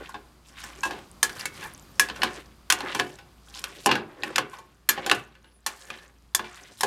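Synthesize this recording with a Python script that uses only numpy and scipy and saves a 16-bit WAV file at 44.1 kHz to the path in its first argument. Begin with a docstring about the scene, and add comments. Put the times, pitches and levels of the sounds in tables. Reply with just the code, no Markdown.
"""In a tiny kitchen, a wire masher works through soft vegetables in a saucepan on a gas-stove grate.
Impact excites the pan's damped modes as the wires clank on it and it knocks on the grate; friction
drives the same modes as wire and mash rub along the wall. The mash ticks wetly as it lets go, and air
squeezed through it whistles thinly. Beneath lie a mains hum and microphone hiss that slowly sink."""
import sys
import numpy as np
from scipy import signal
from scipy.fft import rfft, irfft
from scipy.io import wavfile
from scipy.ndimage import uniform_filter1d

SR = 44100
rng = np.random.default_rng(int(sys.argv[2]) if len(sys.argv) > 2 else 0)


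def put_to_file(sound):
    """Save the sound as 16-bit audio at rate SR, in the file named by the first command-line argument."""
    columns = np.atleast_2d(sound).T  # one column per channel
    safe = np.clip(columns, -1, 1)
    whole_steps = np.round(safe * 32767)
    wavfile.write(sys.argv[1], SR, whole_steps.astype(np.int16))


N = 302526


def undb(db):
    return 10 ** (np.asarray(db) / 20)


def unit_rms(x):
    return x / np.sqrt(np.mean(x ** 2))


def band(x, lo_hz, hi_hz):
    return signal.sosfilt(signal.butter(2, [lo_hz, min(hi_hz, SR / 2.2)], "band", fs=SR, output="sos"), x)


def curves(table):
    """Linear interpolation of each column over the times in the first."""
    times, *columns = np.transpose(table)
    return [np.interp(np.arange(N) / SR, times, c) for c in columns]


def wander(rate_hz):
    """Slow random fluctuation of unit RMS."""
    hold = int(SR / rate_hz)
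    steps = np.repeat(rng.standard_normal(N // hold + 1), hold)
    return unit_rms(uniform_filter1d(steps, hold)[:N])


def add(out, start_s, x):
    i = int(start_s * SR)
    out[i:i + len(x)] += x[:N - i]


def register(hz):
    """0 bass, 1 hollow body, 2 ring, 3 treble."""
    return np.digitize(hz, [600, 1300, 5000])


# The sinking background. Each row: time in seconds, hiss treble level in dB, hum level in dB.
BACKGROUND_LEVELS = [(0, -64.5, -52.5), (.45, -69.5, -63.5), (1.5, -60.5, -59.5), (2.6, -67.5, -58.5),
                     (3.6, -68.5, -60.5), (4.2, -71.5, -60.5), (4.8, -73, -66), (5.6, -76, -66),
                     (6.2, -73.5, -64), (6.86, -71, -69)]
# The colour of the hiss. Each row: frequency in Hz, relative spectral density in dB.
HISS_SPECTRUM = [(15, -35.5), (25, -8.5), (64, -0.5), (166, -1), (326, -8), (516, -13.5), (1020, -13.5),
                 (1130, -10.5), (1740, -21.5), (4500, -22), (4870, -19), (5250, -24.5), (10700, -28),
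                 (14500, -30), (16000, -34)]


def hiss_and_hum(hum_hz=57.8, whine_hz=11822):
    """Superposition: broadband microphone hiss, a thin whine and a wavering mains hum."""
    hiss_db, hum_db = curves(BACKGROUND_LEVELS)
    f, t = np.fft.rfftfreq(N, 1 / SR) + 1, np.arange(N) / SR
    hz, db = np.transpose(HISS_SPECTRUM)
    colour = undb(np.interp(np.log(f), np.log(hz), db))
    hiss = irfft(rfft(rng.standard_normal(N)) * colour, N)
    hiss /= band(hiss, 5000, 15000).std()
    whine = undb(-12 + 5 * wander(20)) * np.sin(2 * np.pi * whine_hz * t + 1.5 * wander(40))
    hum_peak = np.sqrt(2) * undb(hum_db + 3.9 * wander(2.1))
    hum = hum_peak * np.sin(2 * np.pi * hum_hz * t + 0.49 * wander(0.45))
    return undb(hiss_db) * (hiss + whine) + hum


# Strokes along the pan. Each row: end of the rise and start of the fall in seconds, then rub, bass
# and squelch levels in dB. A stroke that falls before it has risen stays below these levels.
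MASHER_STROKES = [(0, 0.0036, -49, -46.5, -64), (0.046, 0.12, -50.5, -71, -61),
                  (0.497, 0.5, -59.5, -62, -58), (0.59, 0.66, -46.5, -65, -50.5),
                  (0.693, 0.99, -51.5, -53.5, -55), (1.306, 1.42, -53, -60, -50),
                  (1.412, 1.386, -40.5, -63.5, -48), (1.576, 1.665, -51.5, -65, -51),
                  (1.62, 1.648, -43, -48.5, -60.5), (2.04, 2.05, -55, -42, -46.5),
                  (2.166, 2.385, -47.5, -49, -57), (2.787, 2.96, -42, -45.5, -53),
                  (2.909, 3.14, -60, -54, -57.5), (3.505, 3.47, -57, -68, -49),
                  (3.561, 3.59, -49.5, -65, -48), (3.66, 3.68, -48, -54.5, -54),
                  (3.74, 3.85, -56.5, -53.5, -54), (4.1, 4.32, -54, -51.5, -72),
                  (4.251, 4.285, -52.5, -50.5, -57.5), (4.281, 4.4, -48, -46.5, -58.5),
                  (4.544, 4.56, -46.5, -62.5, -56.5), (4.63, 4.45, -55, -65.5, -67),
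                  (4.974, 5.057, -46.5, -47, -60.5), (5.1, 5.206, -45.5, -63.5, -58),
                  (5.729, 5.96, -55, -62, -56.5), (5.91, 6.04, -55, -58.5, -62),
                  (6.443, 6.59, -52.5, -75, -57), (6.62, 6.72, -58.5, -60.5, -59),
                  (6.875, 6.8, -38, -52, -30)]


def stroke_envelopes(rise_db_per_s=253, fall_db_per_s=302, settle_db_per_s=34):
    """Incoherent strokes add in power; each rises, falls fast, then fades slowly as the mash settles."""
    t, power = np.arange(0, N / SR, .002), 0
    settle_db = np.array([[-16.5], [-14], [-22]])  # rub, bass, squelch
    for start, end, *db in MASHER_STROKES:
        until, since = np.maximum(start - t, 0), np.maximum(t - end, 0)
        rise = undb(np.c_[db] - rise_db_per_s * until)
        fall = undb(-fall_db_per_s * since) + undb(settle_db - settle_db_per_s * since)
        power = power + (rise * fall) ** 2
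    return curves(np.c_[t, np.sqrt(power).T])


# Modes of the loaded pan, rubbed or struck. Each row: frequency in Hz, relative level in dB for
# a wire's clank, the same for a knock on the grate, 60 dB decay time in seconds.
PAN_MODES = [(224.8, -6, -9, 0.29), (313.6, -5, -4.5, 0.3), (360.7, -0.5, -3, 0.34),
             (402, -4.5, -8.5, 0.29), (492.4, -2, -9.5, 0.18), (530, -9, -2.5, 0.17),
             (727.6, -14.5, -5.5, 0.24), (825, -15.5, -6, 0.13), (895.5, 2.5, -0.5, 0.072),
             (1032, -6, 0.5, 0.083), (1085, 8, -2, 0.092), (1497, -24, -3.5, 0.071),
             (1632, -7.5, -10.5, 0.13), (1737, 4.5, -3, 0.057), (1947, -6.5, -11, 0.06),
             (2040, -25, -13.5, 0.023), (2352, -2.5, -12.5, 0.1), (2625, -12, -1, 0.055),
             (2844, -21.5, -4.5, 0.057), (3140, -3.5, -11.5, 0.064), (3530, -4.5, -12.5, 0.084),
             (4200, 7.5, -10.5, 0.04), (4657, -5, -11, 0.031), (5397, 0.5, 1.5, 0.028),
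             (5930, -6, -2.5, 0.022), (6310, -4.5, -2.5, 0.02), (6960, -7.5, -6.5, 0.04),
             (7670, -5.5, -1, 0.02), (9520, -7, -11.5, 0.035), (8580, -1, -8.5, 0.035),
             (10380, -4.5, -12.5, 0.038), (11290, 0.5, -5, 0.041), (12350, -5.5, -11.5, 0.052)]
# Dense small modes, heard as noise. Each row: band frequency in Hz, relative level in dB,
# 60 dB decay time in seconds.
DENSE_MODES = [(147, -5, 0.54), (227, -1, 0.31), (391, 7.5, 0.31), (865, -4, 0.39), (1486, 1, 0.21),
               (2540, 3, 0.14), (4030, 5.5, 0.13), (6370, 8, 0.1), (9070, 6, 0.098), (11800, -2, 0.13),
               (13100, -8.5, 0.13)]


def rubbing(rub_gain, bass_gain, squelch_gain, slips_per_s=900, squelch_hz=3500):
    """Stick-slip friction drives the pan's modes, blurred by the moving contact; mash squelches above."""
    slips = rng.random(N) < slips_per_s / SR
    slips = slips * undb(np.minimum(4.7 * rng.exponential(size=N), 17))
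    slips *= np.sign(rng.standard_normal(N))
    drag = 0.68 * rng.standard_normal(N)
    pressure = undb(2.5 * wander(40))
    friction = (unit_rms(slips) + drag) * pressure
    layers = np.zeros((4, N))
    for hz, _, db, t60 in PAN_MODES[:17]:  # the lower modes take turns to sing
        half_width = 3.93 / t60
        resonance = unit_rms(band(friction, hz - half_width, hz + half_width))
        layers[register(hz)] += undb(db + 3 * wander(8.1)) * resonance
    for hz, db, _ in DENSE_MODES:
        shifted = np.roll(friction, int(hz))  # every band slips at its own moments
        noise = unit_rms(band(shifted, hz / 1.45, hz * 1.45))
        layers[3 if hz > squelch_hz else register(hz)] += undb(db - 1 + 3.5 * wander(45)) * noise
    octaves = np.log2(np.fft.rfftfreq(N, 1 / SR) + 1)
    dulling = undb(np.outer((-2, -2.5), octaves))  # the soft mash tilts ring and squelch, dB per octave
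    layers[2:] = irfft(rfft(layers[2:]) * dulling, N)
    bass, body, ring, squelch = map(unit_rms, layers)
    return rub_gain * (undb(-6.5) * body + ring) + bass_gain * bass + squelch_gain * squelch


# Blows of wire on pan and pan on grate. Each row: time in seconds, level in dB, then bass, body and
# treble in dB relative to it, damping by the mash (1 is usual), contact time in milliseconds,
# frequencies of two leading modes in Hz.
PAN_IMPACTS = [(0.091, -44.5, -36, 0.5, -10.5, 1.6, 3, 1610, 8400),
               (0.1422, -28, -19.5, -11, -47, 0.97, 3, 1610, 1083),
               (0.6389, -31.5, -26, -21, -16.5, 0.5, 0.51, 1750, 5440),
               (0.832, -13, -48.5, -17.5, -27.5, 0.62, 3.9, 1635, 1065),
               (0.851, -24.5, -15, -10.0, -21, 0.69, 2.8, 1657, 1085),
               (0.9083, -24.5, -19.5, -15.5, -28, 0.79, 1.5, 1640.0, 5570.0),
               (1.2289, -6.5, -35.5, -28, -15.5, 0.99, 1.7, 1684, 8700),
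               (1.295, -29, -22.5, -22, -23, 0.9, 0.44, 1640, 5570),
               (1.393, -25.5, -50.0, -33.0, -18, 0.71, 4.7, 2750, 5140.0),
               (1.4558, -16, -33.5, -39, -20.5, 1.3, 0.51, 2220, 7100),
               (1.627, -25.5, -55, -26, -45, 1.5, 2.8, 1640, 5260),
               (1.9962, -6.0, -34.5, -23.5, -15.5, 0.91, 1.04, 1682, 5340),
               (2.0862, -25, -32.0, -20, -28, 0.68, 1.3, 4630, 8440),
               (2.099, -18.5, -27, -21.5, -54, 1.6, 0.74, 2990, 6220),
               (2.159, -29.5, -31, -29, -24.5, 0.79, 2.7, 2780, 5800),
               (2.2192, -12, -36, -38, -42, 1.2, 0.52, 2940, 5200),
               (2.233, -8.5, -24.5, -19.0, -27.5, 0.96, 0.49, 1690, 1085),
               (2.701, -3, -42.5, -32.5, -21, 1.86, 1.44, 2580, 6460),
               (2.7236, -10, -31.5, -21.5, -16.5, 1.03, 0.47, 2570, 1055),
               (2.806, -20, -33, -19, -30, 2, 0.55, 4200, 836),
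               (2.9483, -17, -22, -16, -23.5, 0.72, 0.92, 2340.0, 6070),
               (2.9928, -18.5, -25, -23, -26.5, 5, 0.15, 2540, 6000.0),
               (2.9972, -6.5, -27, -22, -33.5, 1.27, 0.56, 1683, 1027),
               (3.1857, -37, -23.5, -19.0, -26, 0.39, 3, 1507, 6600),
               (3.593, -37, -26, -25.5, -11, 1.8, 0.44, 2540.0, 5330),
               (3.6409, -16.5, -35.5, -38, -23.5, 1.54, 0.24, 4330, 5670),
               (3.8602, -6.5, -20, -17.5, -20, 2, 1.05, 2910, 934),
               (3.87, -16.5, -18, -10, -37, 0.96, 1.5, 2880, 809),
               (3.887, -15.5, -18, -10.5, -51.5, 0.58, 5.9, 2060, 880),
               (3.913, -6.5, -23.5, -23.5, -39.5, 0.79, 2.1, 2803, 930),
               (3.9544, -17.5, -30.5, -18, -30, 0.92, 0.63, 1630, 5390.0),
               (4.2348, -15.5, -28.5, -22.5, -33, 1.23, 0.53, 1860, 831),
               (4.359, -7.5, -37, -38, -24.5, 2.4, 0.73, 2960, 5230),
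               (4.382, -5, -27.5, -21.5, -31.0, 1.13, 0.3, 1717, 1090),
               (4.531, -50, -17.5, 6, -15.5, 0.99, 5.1, 1570, 7250),
               (4.5849, -44.5, -13.5, -1.5, -15.5, 0.46, 3, 1900, 6100),
               (4.8892, -6, -35.0, -29.5, -13.5, 0.91, 2.2, 1732, 11340),
               (4.975, -24.5, -21, -12, -51.5, 1.6, 5.4, 1850, 808),
               (5.0633, -19.5, -19, -15, -20.5, 0.61, 0.33, 1550, 791),
               (5.098, -8, -39.5, -44, -33, 3.1, 0.3, 1730.0, 5500),
               (5.1143, -2.5, -29, -22.5, -31, 1.6, 0.24, 1710, 1084),
               (5.1464, -39.5, -11, -24.0, -6.5, 0.82, 2.6, 1520, 5900),
               (5.351, -42.5, -25, -26, -41, 0.79, 2.4, 1500, 6540.0),
               (5.443, -47, -18.5, -18, -37.0, 0.42, 1.6, 1490.0, 9900),
               (5.663, -16, -33, -19, -15.5, 0.93, 1.9, 1783, 882),
               (5.903, -22, -39, -24.5, -33, 1.6, 0.48, 2449, 1210),
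               (6.3487, -8.0, -41, -26, -15.5, 1.3, 0.83, 1794, 3480),
               (6.3941, -20.5, -20.5, -14.5, -37, 1.27, 0.48, 1657, 1080),
               (6.44, -29.5, -23, -19, -52.0, 0.79, 5.4, 1440, 5110.0),
               (6.8083, -16.5, -38, -21, -15.5, 1.4, 0.8, 1850, 5370),
               (6.833, -12.5, -17, -12.5, -20, 1.2, 0.93, 1641, 890)]


def impacts(knock_treble_db=-16.5, clank_treble_db=-15, crack_s=0.0023, bass_swell_s=0.0063):
    """Impact excitation: each blow cracks, then the pan's modes ring freely and decay exponentially."""
    out, t = np.zeros(N), np.arange(SR * 3 // 10) / SR
    hz, clank_db, knock_db, t60 = np.array(PAN_MODES).T[:, :, None]
    tail_hz, tail_db, tail_t60 = np.array(DENSE_MODES).T[:, :, None]

    def noise(lo_hz, hi_hz):
        return unit_rms(band(rng.standard_normal(N + len(t)), lo_hz, hi_hz))

    tail_noise = np.array([noise(f / 1.434, f * 1.174) for f in tail_hz[:, 0]])
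    dull, bright = noise(1200, 3750), noise(4500, 13900)
    registers = register(np.r_[hz[:, 0], tail_hz[:, 0]])
    chance = rng.standard_normal((len(PAN_IMPACTS), 3, len(PAN_MODES), 1))
    snap_time = t / .00008 - 3  # in pulse widths from the snap's centre
    snap_cycle = snap_time * np.exp(-snap_time ** 2 / 2)
    for blow, (spot, detune, phase) in zip(PAN_IMPACTS, chance):
        start, level_db, bass_db, body_db, treble_db, damping, contact_ms, *lead_hz = blow
        now = slice(int(start * SR), int(start * SR) + len(t))
        decay = -np.log(1000) * damping * t
        swell = 1 - np.exp(-(t / (0.74 * contact_ms / 1000)) ** 2)
        # the brighter the blow, the more it is wire on pan
        clank = np.interp(treble_db, [knock_treble_db, clank_treble_db], [0, 1])
        db = clank * clank_db + (1 - clank) * knock_db + 4 * spot  # the mix varies with the spot struck
        pitch, ring_s = hz * (1 + 0.0064 * detune), t60.copy()
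        for f, lead_db in zip(lead_hz, (2.5, 4)):
            k = np.argmin(abs(hz - f))
            pitch[k] = f  # the nearest mode leads, bent by the load
            db[k] = db[register(hz) == register(hz[k])].max() + lead_db
            ring_s[k] *= .8  # the pressed wire shortens it
        modes = undb(db) * np.sin(2 * np.pi * pitch * t + 1.25 * phase) * np.exp(decay / ring_s)
        tail = undb(tail_db - 14) * tail_noise[:, now] * np.exp(decay / tail_t60)
        parts = np.r_[modes, tail] * swell
        bass, body, ring, treble = (parts[registers == r].sum(axis=0) for r in range(4))
        bass *= 1 - np.exp(-t / bass_swell_s)
        ringing = 0.69 * ring / abs(ring).max()
        for part_db, part in (bass_db, bass), (body_db, body), (treble_db, treble):
            ringing += undb(part_db) * part / part[:SR // 30].std()
        crack = dull[now] + undb(treble_db - clank_treble_db) * bright[now]
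        crack *= 0.64 * swell * np.exp(-t * damping / crack_s)
        snap = np.exp(-(contact_ms / 0.95) ** 2) * snap_cycle * np.sign(phase[0])  # brief contacts only
        add(out, start - .0004, undb(level_db) * (ringing + crack + snap))
    return out


# The mash letting go. Each row: start in seconds, level in dB, centre frequency in Hz.
MASH_TICKS = [(.8074, -33, 6540), (1.1146, -36, 9500), (1.5524, -39, 4920), (1.36, -47, 9500),
              (1.4285, -34, 1900), (1.7374, -30, 11500), (1.748, -37, 5700), (1.7779, -39.5, 8050),
              (1.825, -39.5, 6030), (2.4593, -41, 5604), (3.1569, -40, 6930), (1.41, -23, 4600),
              (1.7964, -39, 7220), (4.0894, -60, 10730), (4.1274, -51.5, 10500), (4.2233, -34.5, 3900),
              (4.498, -40, 7900), (3.4715, -52, 1390), (3.485, -43, 2940), (3.5415, -33.5, 3950),
              (3.5491, -30, 5030), (3.5898, -36, 3400), (3.6164, -42, 10000), (3.6702, -41, 2990),
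              (3.8341, -40, 10000), (3.8439, -36.5, 3990), (5.8217, -40, 3940), (6.0796, -46.5, 7387),
              (6.1852, -56.5, 4840), (6.4824, -41.5, 6300), (6.5274, -42, 6998), (6.545, -41.5, 6460),
              (6.6104, -43.5, 4810), (6.6363, -40, 5900)]


def wet_ticks(squelch_gain, small_per_s=130, cycles=6, idle_db=-72):
    """Damped transients: the mash lets go in brief ticks, and small random ones follow the squelch."""
    out, t = np.zeros(N), np.arange(SR // 100) / SR
    when, size, pitch = rng.random((int(small_per_s * N / SR), 3)).T
    squelch_db = 20 * np.log10(squelch_gain[(when * N).astype(int)] + undb(idle_db))
    small = np.c_[when * N / SR, squelch_db + 13 * size ** 2, 2500 * 5 ** pitch]
    ticks = np.r_[MASH_TICKS, small]
    for (start, db, hz), scatter in zip(ticks, rng.standard_normal((len(ticks), 6))):
        age = 2 * t * hz / cycles
        cluster = np.sin(2 * np.pi * (hz * t[:, None] * (1 + .13 * scatter) + scatter)).sum(axis=1)
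        add(out, start, undb(db) * cluster * age * np.exp(-age))
    return out


# Thin whistles. Each row: start and end in seconds, pitch at the ends and at the top in Hz,
# level in dB before the flicker.
AIR_WHISTLES = [(1.875, 1.93, 12900, 13800, -65), (5.367, 5.648, 8400, 10120, -74),
                (5.76, 5.85, 12250, 14600, -68)]


def air_whistles(flicker_db=7):
    """Flow-excited tones: air squeezed through the mash arches in pitch, flickers and fades."""
    out, wobble = np.zeros(N), 1 + .012 * wander(40)
    for start, end, edge_hz, top_hz, db in AIR_WHISTLES:
        arch = 1 - np.linspace(-1, 1, int((end - start) * SR)) ** 2
        hz = (edge_hz + (top_hz - edge_hz) * arch) * wobble[:len(arch)]
        tone = np.sin(2 * np.pi * np.cumsum(hz) / SR)
        add(out, start, np.sqrt(2) * undb(db) * tone * arch)
    return out * undb(flicker_db * (wander(30) - 0.5))


def kitchen_reverb(x, t60_s=0.28, echo_db=-18):
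    """Reverberation: close hard walls return a short, dull tail of dense reflections."""
    t = np.arange(SR // 2) / SR
    echoes = band(rng.standard_normal(len(t)), 260, 2750)
    echoes *= np.exp(-np.log(1000) * t / t60_s) * (t > .003)
    echoes /= np.sqrt(np.sum(echoes ** 2))
    return x + undb(echo_db) * signal.fftconvolve(x, echoes)[:N]


def scene():
    """Superposition of all sources in one channel; only impacts and ticks reverberate."""
    rub, bass, squelch = stroke_envelopes()
    transients = kitchen_reverb(impacts() + wet_ticks(squelch))
    return (transients + rubbing(rub, bass, squelch) + air_whistles() + hiss_and_hum())[None]


def record(dry, rolloff_hz=14000, cutoff_hz=16300):
    """Band limiting: the microphone rolls off the treble, saturates at full scale and cuts the top."""
    capsule = signal.sosfilt(signal.butter(2, rolloff_hz, fs=SR, output="sos"), dry)
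    steep_lowpass = signal.ellip(10, .2, 75, cutoff_hz, fs=SR, output="sos")
    return signal.sosfilt(steep_lowpass, np.clip(capsule, -1, 1))


dry = scene()
out = record(dry)
put_to_file(out)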